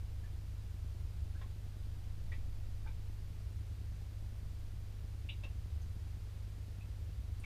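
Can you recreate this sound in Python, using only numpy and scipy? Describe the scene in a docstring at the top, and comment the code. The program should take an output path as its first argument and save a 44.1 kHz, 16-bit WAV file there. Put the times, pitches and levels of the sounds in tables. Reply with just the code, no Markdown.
"""Drips fall into shallow water in a quiet glass plant tank, heard from inside.
Each drop splashes and traps a bubble that rings with rising pitch; drips and two tiny ticks
echo briefly between the panes. A pump hums and makes the tank boom in slow swells.
Behind it: room rumble, electronic hiss and a soft, strictly regular electrical putter."""
import sys
import numpy as np
from scipy import signal
from scipy.fft import irfft
from scipy.io import wavfile
from scipy.ndimage import uniform_filter1d

SR = 44100
rng = np.random.default_rng(int(sys.argv[2]) if len(sys.argv) > 2 else 0)


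def unload_audio(sound):
    """Save the sound as a 16-bit wav file, at the path given as the first command line argument."""
    columns = np.transpose(np.atleast_2d(sound))
    # keep every value between -1 and 1, then stretch to whole-number steps
    steps = np.round(np.clip(columns, -1, 1) * 32767)
    wavfile.write(sys.argv[1], SR, steps.astype(np.int16))


N = 328545
TIME = np.arange(N) / SR
FREQS = np.fft.rfftfreq(N, 1 / SR)


def from_db(db):
    """Decibels to gain."""
    return 10 ** (np.asarray(db) / 20)


def rms_one(x):
    """Scale to unit rms."""
    return x / np.sqrt(np.mean(x ** 2) + 1e-20)


def filtered(x, hz, kind, order=2):
    """Causal Butterworth filter."""
    sos = signal.butter(order, np.clip(hz, 10, .45 * SR), kind, fs=SR, output="sos")
    return signal.sosfilt(sos, x)


def resonate(x, hz, width_hz):
    """Two-pole resonator, unit peak gain."""
    radius = np.exp(-np.pi * width_hz / SR)
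    feedback = [1, -2 * radius * np.cos(2 * np.pi * hz / SR), radius ** 2]
    return signal.lfilter((1 - radius ** 2) / 2 * np.array([1, 0, -1]), feedback, x)


def noise(spectrum):
    """Unit-rms noise with the given spectral shape."""
    return rms_one(irfft(spectrum * np.exp(2j * np.pi * rng.random(len(FREQS))), N))


def resonant_noise(hz, width_hz):
    """Unit-rms noise in a steep-sided resonance."""
    return noise(1 / (1 + (2 * (FREQS - hz) / width_hz) ** 2))


def fade(t, t60_s):
    """Exponential decay, 60 dB down at t60_s."""
    return np.exp(-np.log(1000) * t / t60_s)


def add(track, start_s, sound):
    """Mix a short sound into a track."""
    start = int(np.clip(start_s * SR, 0, N - 1))
    track[start:start + len(sound)] += sound[:N - start]


# Room rumble and hiss. Each row: frequency in Hz, relative spectral density in dB.
FLOOR_SPECTRUM = [(15, 0.5), (35, 0), (62, 1.5), (112, -7.5), (190, -17.5), (300, -21.5), (500, -24.5),
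                  (1000, -30.5), (2000, -32.5), (4000, -34.5), (7500, -40), (11700, -43.5), (13500, -41.5),
                  (15000, -47)]
# Tank resonances and faint hiss bands. Each row: centre in Hz, width in Hz, rms level in dB.
FLOOR_BANDS = [(14.16, 0.64, -49.5), (160, 18, -69.5), (4810, 330, -85), (9500, 590, -88)]


def rumble_and_hiss(broadband_db=-51.5):
    """Steady room rumble and electronic hiss, with a few resonances standing out."""
    knots_hz, knots_db = np.transpose(FLOOR_SPECTRUM)
    shape_db = np.interp(np.log(FREQS + 1), np.log(knots_hz), knots_db)
    broadband = from_db(broadband_db) * noise(from_db(shape_db))
    bands = sum(from_db(db) * resonant_noise(hz, width_hz) for hz, width_hz, db in FLOOR_BANDS)
    return broadband + bands


def putter(first_s=.026, period_s=.1024, burst_s=0.002, burst_db=-46.5, scatter_db=1.0):
    """Short bursts of current, as from a radio beacon, leak in as dull blips."""
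    out = np.zeros(N)
    burst = np.clip((burst_s - TIME[:SR // 100]) * SR, 0, 1)
    for start_s in np.arange(first_s, N / SR, period_s):
        add(out, start_s, from_db(burst_db + scatter_db * rng.standard_normal()) * burst)
    return filtered(filtered(out, hz=120, kind="high"), hz=450, kind="low")


# Mains hum partials. Each row: frequency in Hz, rms level in dB.
HUM_PARTIALS = [(50, -48.5), (100, -48), (150, -66), (450, -84)]
# Bell-shaped swells of the tank's boom. Each row: centre in seconds, length in seconds, lift in dB.
BOOM_SWELLS = [(.35, 0.74, 3), (1.116, 0.55, 9.5), (2.377, 0.17, 5.5), (3.635, 0.42, 7.5),
               (5.22, 0.33, 4.5), (5.79, 0.62, 8), (7.2, 0.68, 6)]


def pump(boom_hz=72.8, boom_width_hz=13.2, rest_db=-50.5, steadiness=0.79):
    """The pump hums with the mains; its vibration makes the tank boom."""
    hum = sum(from_db(db) * np.sqrt(2) * np.sin(2 * np.pi * (hz * TIME + rng.random()))
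              for hz, db in HUM_PARTIALS)
    boom = resonant_noise(boom_hz, boom_width_hz)
    slow_level = np.sqrt(uniform_filter1d(boom ** 2, SR // 5) + 1e-9)
    even_boom = rms_one(boom / slow_level ** steadiness)  # less drift, same quick flutter
    swell_db = sum(lift_db * np.exp(-(2 * (TIME - centre_s) / length_s) ** 2)
                   for centre_s, length_s, lift_db in BOOM_SWELLS)
    return hum + from_db(rest_db + swell_db) * even_boom


# Reflections off the glass. Each row: delay in seconds, linear gain.
PANE_ECHOES = [(.0031, .35), (.0068, .35), (0.0085, .3)]


def tank_reverb(x, t60_s=0.16, tail_db=1.5, build_s=0.0023):
    """Direct sound, first reflections off the panes and a short, dense tail."""
    t = TIME[:SR // 2]
    tail = rng.standard_normal(len(t)) * fade(t, t60_s) * (1 - np.exp(-t / build_s))
    response = from_db(tail_db) * tail / np.linalg.norm(tail)
    response[0] += 1
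    for delay_s, gain in PANE_ECHOES:
        add(response, delay_s, np.array([gain]))
    return signal.fftconvolve(x, response)[:N]


# Tiny ticks. Each row: start in seconds, pitch in Hz, dry onset level in dB.
TICK_EVENTS = [(5.819, 6200, -64), (7.399, 8600, -57.5)]


def ticks(t60_s=0.017, edge_ratio=1.046):
    """Small hard contacts: a narrow, bright ring that dies at once."""
    out, t = np.zeros(N), TIME[:SR // 10]
    for start_s, hz, db in TICK_EVENTS:
        band_hz = [hz / edge_ratio, hz * edge_ratio]
        ring = filtered(rng.standard_normal(len(t)), band_hz, "band", order=1)
        add(out, start_s, from_db(db) * rms_one(ring) * fade(t, t60_s))
    return out


# Modes rung by a splash. Each row: centre in Hz, width in Hz, relative gain in dB.
SPLASH_RESONANCES = [(500, 280, 5.5), (1090, 63, 9), (1490, 95, -15), (2450, 1800, -4.5), (3590, 200, 2.5),
                     (4900, 980, -22)]
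# Falling drops. Each row: start in seconds, initial bubble pitch in Hz, rise in octaves,
# bubble gain in dB, splash gain in dB.
DRIP_EVENTS = [(0.237, 1720, .03, -59.5, -82), (1.351, 1445, 0.26, -58, -77),
               (1.4124, 1400, 0.88, -58.5, -53), (2.3186, 1895, 0.077, -45.5, -59),
               (2.322, 2070, .4, -50, -57), (2.860, 785, .44, -56.5, -60), (2.864, 1490, 0.11, -54, -75),
               (2.872, 2160, .25, -52, -62), (5.2893, 2585, 0.26, -39, -63), (5.2905, 2220, 0.24, -47, -68),
               (5.293, 3153, 0.37, -42.5, -67), (5.436, 2540, 0.16, -45, -51), (6.809, 2460, .11, -54, -77),
               (7.4365, 2600, .1, -50, -55), (7.442, 2210, .08, -42, -60)]


def drips(rise_cycles=14, ring_cycles=95, splash_t60_s=0.059, cutoff_ratio=2.25, attack_s=0.00058):
    """Each drop splashes; its trapped bubble rings and rises in pitch as it nears the surface."""
    out, t = np.zeros(N), TIME[:SR // 5]
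    attack = 1 - np.exp(-t / attack_s)
    for start_s, hz, rise_octaves, bubble_db, splash_db in DRIP_EVENTS:
        # Timed in cycles, so small bubbles rise and die sooner.
        pitch_hz = hz * 2 ** (rise_octaves * (1 - np.exp(-t * hz / rise_cycles)))
        bubble = np.sin(2 * np.pi * np.cumsum(pitch_hz) / SR) * fade(t, ring_cycles / hz)
        spray = sum(from_db(db) * resonate(rng.standard_normal(len(t)), mode_hz, width_hz)
                    for mode_hz, width_hz, db in SPLASH_RESONANCES)
        # Bigger drop: lower bubble, duller splash.
        splash = rms_one(filtered(spray, cutoff_ratio * hz, "low")) * fade(t, splash_t60_s)
        add(out, start_s, (from_db(bubble_db) * bubble + from_db(splash_db) * splash) * attack)
    return out


def scene():
    """Drips and ticks in the tank over pump, noise floor and putter; mono."""
    mix = tank_reverb(drips() + ticks()) + pump() + rumble_and_hiss() + putter()
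    return mix[None, :]


def record(dry, cutoff_hz=15250):
    """Steep elliptic low-pass."""
    return signal.sosfilt(signal.ellip(12, .1, 80, cutoff_hz, fs=SR, output="sos"), dry)


dry = scene()
out = record(dry)
unload_audio(out)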